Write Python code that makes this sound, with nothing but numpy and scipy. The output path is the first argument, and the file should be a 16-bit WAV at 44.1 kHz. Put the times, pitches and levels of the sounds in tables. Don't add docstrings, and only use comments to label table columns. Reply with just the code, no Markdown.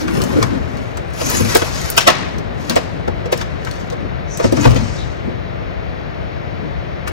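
import sys
import numpy as np
from scipy import signal
from scipy.fft import rfft, irfft, next_fast_len
from scipy.io import wavfile
from scipy.ndimage import uniform_filter1d, map_coordinates

SR = 44100
rng = np.random.default_rng(int(sys.argv[2]) if len(sys.argv) > 2 else 0)


def to_wav(sig):
    pcm = np.clip(np.atleast_2d(sig), -1, 1) * 32767
    pcm = np.round(pcm).astype(np.int16)
    wavfile.write(sys.argv[1], SR, pcm.T)


N = 313973
TIME = np.arange(N) / SR


# frequency in Hz, gain in dB.
AIR_SPECTRUM = [(22, -28), (42, -6), (60, 3.5), (100, 0.5), (165, -2.5), (230, -13), (420, -13),
                (670, -13.5), (900, -19.5), (1900, -21.5), (4000, -30), (6000, -44.5), (8000, -66.5),
                (15000, -63)]
# frequency in Hz, dB over what each port hears alone.
AIR_COMMON = [(75, 11.5), (170, -2.5), (1000, 1), (2200, -9.5), (8000, 23.5)]
# frequency in Hz, rms level in dB.
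MOTOR_TONES = [(59.2, -40), (347.7, -41), (1986, -54)]
# time at full speed and hold in seconds, level in dB.
DRAG_STROKES = [(0, 0.018, -15.5), (.19, 0.21, -14), (.45, 0.12, -19.5), (.76, 0.028, -21.5),
                (1.3, 0.14, -21.5), (2.2, 1.4, -31.5), (4.62, 0.13, -17)]
# frequency in Hz, width in Hz, gain in dB.
HOLLOW_MODES = [(140, 110, -3.5), (207, 59, -10), (250, 37, 4.5), (375, 38, -4.5), (520, 91, -25),
                (1030, 340, -11)]
# time at full speed and hold in seconds, rasp and hiss levels in dB.
RUB_STROKES = [(0, 0.0061, -30.5, -39.5), (0.153, 0.076, -36.5, -39.5), (0.34, 0.088, -37.5, -44.5),
               (0.696, 0.22, -49, -59.5), (1.227, 0.089, -29.5, -34.5), (1.322, 0.075, -23.5, -27),
               (1.502, 0.072, -24.5, -32.5), (1.653, 0.25, -30.5, -39.5), (1.989, 0.008, -34, -39),
               (2.665, 0.11, -41, -51.5), (3.37, 0.025, -37.5, -50), (3.69, 0.11, -43.5, -56.5),
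               (4.449, 0.0058, -24.5, -46), (4.58, 0.044, -32, -46), (4.643, 0.012, -27.5, -42),
               (4.76, 0.2, -37, -61)]
# frequency in Hz, gain in dB.
RASP_SPECTRUM = [(150, 0), (500, 6), (1000, 10), (2000, 7.5), (3300, 2.5), (5000, 5.5), (6500, 4),
                 (9000, -9.5), (14000, -74.5)]
# frequency in Hz, gain in dB.
HISS_SPECTRUM = [(3000, -48), (6500, 1), (9000, -11), (11000, 17.5), (13000, 4), (15000, -11)]
# time in seconds, ring level in dB, crack level in dB,
# contact decay in seconds, frequency in Hz that the struck spot favours.
PANEL_SLAPS = [(0.082, -22.5, -27.5, 0.0038, 1260), (.428, -13, -21, 0.0039, 1150),
               (.974, -27.5, -35, 0.0044, 1490), (1.215, -19.5, -26.5, 0.0063, 596),
               (1.556, -4, -10.5, 0.0062, 446), (1.621, -15.5, -21.5, 0.0062, 760),
               (1.979, -8, -9, 0.0045, 780), (2.008, -30.5, -16, 0.013, 1100), (2.08, 1.5, 0, 0.0017, 632),
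               (2.103, -15, -14.5, 0.0065, 600), (2.699, -21, -23.5, 0.029, 890),
               (2.764, -8, -17, 0.011, 560), (3.082, -15.5, -34, 0.0018, 370),
               (3.260, -22, -36, 0.0062, 500), (3.327, -11, -18, 0.0081, 540),
               (3.414, -24, -25.5, 0.0082, 1410), (3.673, -24.5, -37.5, 0.0059, 1500),
               (3.925, -23.5, -36.5, 0.0086, 490), (4.4, -15, -27.5, 0.016, 620),
               (4.445, -9, -27.5, 0.0069, 338), (4.526, -10.5, -28, 0.005, 317),
               (4.574, -17.5, -35.5, 0.016, 540), (4.645, -24, -22, 0.004, 1130),
               (4.655, -8.5, -20, 0.013, 590), (4.674, -16.5, -25, 0.0098, 625),
               (4.708, -25, -35, 0.017, 654), (4.763, -17, -24, 0.012, 590),
               (7.076, -23.5, -28.5, 0.0089, 1440)]
# frequency in Hz, width in Hz, gain in dB.
PANEL_MODES = [(301, 110, 0), (366, 35, -3), (485, 65, 7.5), (638, 80, 1.5), (953, 160, 0.5),
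               (1180, 330, -6.5), (1770, 400, -11)]
# frequency in Hz, gain in dB.
CRACK_SPECTRUM = [(300, -11), (900, -18), (1600, 0), (2500, -1.5), (3400, -4.5), (6000, -8.5),
                  (9000, -21.5), (15000, -25.5)]
# time at full load and hold in seconds, level in dB.
CRUNCH_STROKES = [(.17, 0.071, -37.5), (1.32, 0.25, -31.5), (4.63, 0.11, -34.5)]
# start in seconds, level in dB, lowest mode in Hz.
BOX_THUMPS = [(.178, -15, 197.5), (0.372, -20.5, 236), (0.439, -15, 175), (.522, -18, 219), (1.4, -9, 239),
              (1.418, -5.5, 106), (1.447, -15, 220), (1.55, -19.5, 207), (2.08, -17.5, 269),
              (2.7, -17.5, 235), (2.762, -19.5, 284), (3.08, -19.5, 323), (4.445, -6.5, 261.4),
              (4.447, -8, 108), (4.525, -8, 249), (4.579, -11, 154.5), (4.608, -16, 119.5),
              (4.66, 2.5, 124), (4.68, 0, 63.4), (4.699, -7.5, 110), (4.757, -5.5, 88.1),
              (4.818, -13.5, 105.5)]
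# multiple of the lowest mode, gain in dB.
FLEX_MODES = [(0.998, -3.5), (1.369, -8.5), (2.1, -9.5)]
# start in seconds, level in dB, centre in Hz.
CREASE_TICKS = [(0.218, -19, 4460), (0.238, -22.5, 5670), (0.427, -19, 5470), (.77, -36.5, 5070),
                (.972, -30.5, 5770), (1.3, -17, 12500), (1.55, -9.5, 9300), (1.569, -12.5, 10200),
                (1.815, -25.5, 6030), (1.901, -13.5, 11400), (1.967, -20.5, 12500), (1.977, 2, 3150),
                (2.074, -15, 6340), (2.384, -32.5, 5200), (2.697, -12.5, 4550), (2.757, -20.5, 6000),
                (3.321, -25.5, 11000), (3.376, -26.5, 5240), (3.649, -29, 4970), (3.712, -27, 4530),
                (3.901, -30.5, 4060), (4.373, -23.5, 5930), (4.524, -24.5, 5840), (7.079, -28.5, 8840)]
# midpoint in seconds, level in dB, centre in Hz, half length in seconds.
EDGE_SKIDS = [(1.28, -25, 6300, 0.044), (1.369, -24, 6760, 0.031), (4.353, -35, 5980, 0.051),
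              (4.615, -27, 6630, 0.0067), (5.01, -33.5, 3800, 0.029)]
# time in seconds, level in dB.
STEPS = [(2.36, -28.5), (4.03, -28), (5.27, -25.5), (6.21, -32.5), (6.64, -29.5)]
# frequency in Hz, reverberation time in seconds.
HALL_DECAY = [(125, 1), (500, 0.26), (2000, 0.9), (5000, 0.7), (10000, 0.2)]
# frequency in Hz, gain in dB, phase lag in radians.
RIGHT_RESPONSE = [(30.6, -1.5, -1.6), (64.7, -7, -0.4), (111.5, -19, 0.94), (194, -9.5, 0.87),
                  (367, -1.5, 0.49), (620, 1.5, -0.38), (1090, -4.5, 0.04), (1295, -4.5, 0.22),
                  (2630, -8, -3), (4800, -5.5, -5.5), (8720, 0, -8)]


def undb(db):
    return 10 ** (np.asarray(db) / 20)


def unit(x):
    return x / np.sqrt(np.mean(x ** 2))


def peaked(x, db):
    return x * undb(db) / np.sqrt(uniform_filter1d(x ** 2, size=256).max())


def filtered(x, response):
    n = next_fast_len(x.shape[-1] + 4096)
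    hz = np.maximum(np.arange(n // 2 + 1) * SR / n, 1)
    return irfft(rfft(x, n) * response(hz), n)[..., :x.shape[-1]]


def colour(x, points):
    hz, db = np.transpose(points)
    return filtered(x, lambda f: undb(np.interp(np.log(f), np.log(hz), db)))


def resonate(x, modes):
    return filtered(x, lambda f: sum(undb(db) / (1 + 1j * (f * f - hz * hz) / (f * width))
                                     for hz, width, db in modes))


def grains(size, per_s, spread_db):
    hits = rng.random(size) < per_s / SR
    clicks = hits * rng.standard_normal(size)
    return unit(clicks * undb(spread_db * np.minimum(rng.exponential(size=size), 4)))


def walk(per_s):
    knots = rng.standard_normal(int(N / SR * per_s) + 2)
    return np.interp(TIME * per_s, np.arange(len(knots)), knots)


def wander(x, depth_s, per_s):
    return map_coordinates(x, [(TIME + depth_s * walk(per_s)) * SR], order=1, mode="nearest")


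def add(track, s, sound):
    start = max(int(s * SR), 0)
    track[start:start + len(sound)] += sound[:N - start]


def strokes(rows, attack_s=0.019, release_s=0.024):
    power = np.zeros(N)
    for s, hold, db in rows:
        swell = np.maximum(s - TIME, 0) / (attack_s + 0.58 * hold)
        fade = np.maximum(TIME - s - hold, 0) / (release_s + 0.46 * hold)
        power += (undb(db) * np.exp(-swell ** 2 - fade)) ** 2
    return np.sqrt(power)


def machines(air_db=-21, waver_db=2, drift=0.0026):
    common = colour(rng.standard_normal(N), AIR_COMMON)
    own = rng.standard_normal((2, N))
    flatten = [(hz, -10 * np.log10(1 + undb(db) ** 2)) for hz, db in AIR_COMMON]
    white = colour(common + own, flatten)
    air = unit(colour(white, AIR_SPECTRUM)) * undb(air_db)
    motors = np.zeros(N)
    for hz, db in MOTOR_TONES:
        phase = 2 * np.pi * np.cumsum(hz * (1 + drift * walk(5.5))) / SR
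        motors += np.sqrt(2) * undb(db + waver_db * walk(11)) * np.sin(phase)
    return air + motors


def dragging(gain_db=-1):
    slips = grains(N, per_s=1400, spread_db=0.4)
    drum = resonate(slips, HOLLOW_MODES)
    drum = colour(drum, [(30, -5.5), (60, 10), (120, 2), (1300, -9), (4000, -12.5), (12000, -20.5)])
    drum = wander(drum, depth_s=0.004, per_s=14)
    return unit(drum) * strokes(DRAG_STROKES) * undb(gain_db)


def sliding(rasp_gain_db=1, catch_db=1.9, snag_db=-7):
    s, hold, rasp_db, hiss_db = np.transpose(RUB_STROKES)
    slips = grains(N, per_s=12000, spread_db=2)
    rasp = unit(colour(slips, RASP_SPECTRUM)) * strokes(zip(s, hold, rasp_db + rasp_gain_db))
    friction = grains(N, per_s=12000, spread_db=3.4)
    snags = undb(snag_db) * grains(N, per_s=260, spread_db=1.4)
    hiss = unit(colour(friction + snags, HISS_SPECTRUM)) * strokes(zip(s, hold, hiss_db))
    return (rasp + hiss) * undb(catch_db * walk(91))


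def slaps(ring_gain_db=2, crack_gain_db=1, close_s=0.0044, off_spot_db=-17, push=0.88):
    out, lead_s = np.zeros(N), 0.02
    t = np.arange(SR // 4) / SR - lead_s
    for s, ring_db, crack_db, decay_s, hz in PANEL_SLAPS:
        contact = np.exp(np.minimum(t, 0) / close_s - np.maximum(t, 0) / max(decay_s, 0.002))
        modes = [(f * (1 + 0.025 * rng.standard_normal()), width, db) for f, width, db in PANEL_MODES]
        crush = contact * grains(len(t), per_s=9000, spread_db=0.96)
        blow = push * np.linalg.norm(crush) * signal.unit_impulse(len(t), int(lead_s * SR))
        spot = [(hz / 4, off_spot_db), (hz, 0), (hz * 4, off_spot_db), (SR / 2, 2 * off_spot_db)]
        ring = colour(resonate(crush + blow, modes), spot)
        crack = colour(contact * grains(len(t), per_s=13000, spread_db=0.68), CRACK_SPECTRUM)
        slap = peaked(ring, ring_db + ring_gain_db) + peaked(crack, crack_db + crack_gain_db)
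        add(out, s - lead_s, slap)
    return out


def crunching(decay_s=0.0005):
    t = TIME[:SR // 200]
    breaks = grains(N, per_s=320, spread_db=1.3)
    splinter = grains(len(t), per_s=14000, spread_db=1) * np.exp(-t / decay_s)
    crackle = signal.fftconvolve(breaks, splinter)[:N]
    crackle = colour(crackle, [(400, -6), (2000, 13), (6500, -3), (9000, -8.5), (14000, -17)])
    return unit(crackle) * strokes(CRUNCH_STROKES)


def thumps(push_s=0.0029, t60_s=0.092, t60_at_hz=204):
    out, t = np.zeros(N), TIME[:SR // 2]
    for s, db, lowest_hz in BOX_THUMPS:
        swing = np.zeros(len(t))
        for multiple, mode_db in FLEX_MODES:
            hz = lowest_hz * multiple * (1 + 0.024 * rng.standard_normal())
            ring_s = t60_s * np.sqrt(t60_at_hz / hz)
            swing += undb(mode_db - 60 * t / ring_s) * np.sin(2 * np.pi * hz * t)
        add(out, s, peaked(swing * (1 - np.exp(-t / push_s)), db))
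    return out


def ticks(relative_width=0.47, decay_s=0.0016):
    out, t = np.zeros(N), TIME[:SR // 20]
    for s, db, hz in CREASE_TICKS:
        burst = grains(len(t), per_s=14000, spread_db=2) * np.exp(-t / decay_s)
        snap = resonate(burst, [(hz, relative_width * hz, 0)])
        add(out, s, peaked(snap, db))
    return out


def skids(relative_width=0.071):
    out, lead_s = np.zeros(N), 0.1
    t = np.arange(SR // 5) / SR - lead_s
    for s, db, hz, half_s in EDGE_SKIDS:
        slips = grains(len(t), per_s=6000, spread_db=1.8)
        ribs = resonate(slips, [(hz, relative_width * hz, 0)])
        zipping = unit(resonate(ribs, [(hz, hz / 2, 0)]))
        add(out, s - lead_s, zipping * np.exp(-(t / half_s) ** 2) * undb(db))
    return out


def footfalls(sole_s=0.031, floor_hz=130, width_hz=140):
    floor = unit(resonate(rng.standard_normal(N), [(floor_hz, width_hz, 0)]))
    thud = colour(floor, [(350, 5.5), (1500, -22.5)])
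    return thud * strokes((s, sole_s, db) for s, db in STEPS)


def racks(near, gain_db=-3, decay_s=0.009):
    out, t, hop = np.zeros((2, N)), TIME[:SR // 12], SR // 20
    for start in range(-hop, N, hop):
        first, last = max(start, 0), min(start + 2 * hop, N)
        piece = near[first:last] * np.sin(np.pi * (np.arange(first, last) - start) / (2 * hop))
        for port in out:
            echoes = grains(len(t), per_s=6000, spread_db=0.54) * np.exp(-t / decay_s) * (t > 0.001)
            add(port, first / SR, signal.fftconvolve(piece, echoes / np.linalg.norm(echoes)))
    steel = [(75, -13), (180, 0.5), (900, 3), (2200, 3.5), (6500, 1.5), (9000, -2.5)]
    return undb(gain_db) * colour(out, steel)


def hall(near, gain_db=-12, build_s=0.002):
    tail, t = np.zeros((2, SR)), TIME[:SR]
    log_hz = np.log([hz for hz, _ in HALL_DECAY])
    for (_, t60_s), share in zip(HALL_DECAY, np.eye(len(HALL_DECAY))):
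        noise = rng.standard_normal((2, SR))
        band = filtered(noise, lambda f: np.sqrt(np.interp(np.log(f), log_hz, share)))
        tail += band * undb(-60 * t / t60_s)
    tail = unit(tail * (1 - np.exp(-t / build_s))) * undb(gain_db) / np.sqrt(SR)
    wet = signal.fftconvolve(near[None], tail, axes=1)[:, :N]
    return np.array([wander(port, depth_s=0.0005, per_s=120) for port in wet])


def scene():
    near = slaps() + thumps() + ticks() + sliding() + crunching() + skids() + dragging() + footfalls()
    return near + racks(near) + hall(near) + machines()


def record(dry, top_hz=15700):
    hz, db, lag = np.transpose(RIGHT_RESPONSE)

    def right_port(f):
        gain = undb(np.interp(np.log(f), np.log(hz), db))
        return gain * np.exp(-1j * np.interp(np.log(f), np.log(hz), lag))

    right = -filtered(np.roll(dry[1], 5), right_port)
    clipped = np.clip([dry[0], right], -1, 1)
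    lowpass = signal.ellip(8, 0.2, 70, top_hz, fs=SR, output="sos")
    return signal.sosfilt(lowpass, clipped)


dry = scene()
out = record(dry)
to_wav(out)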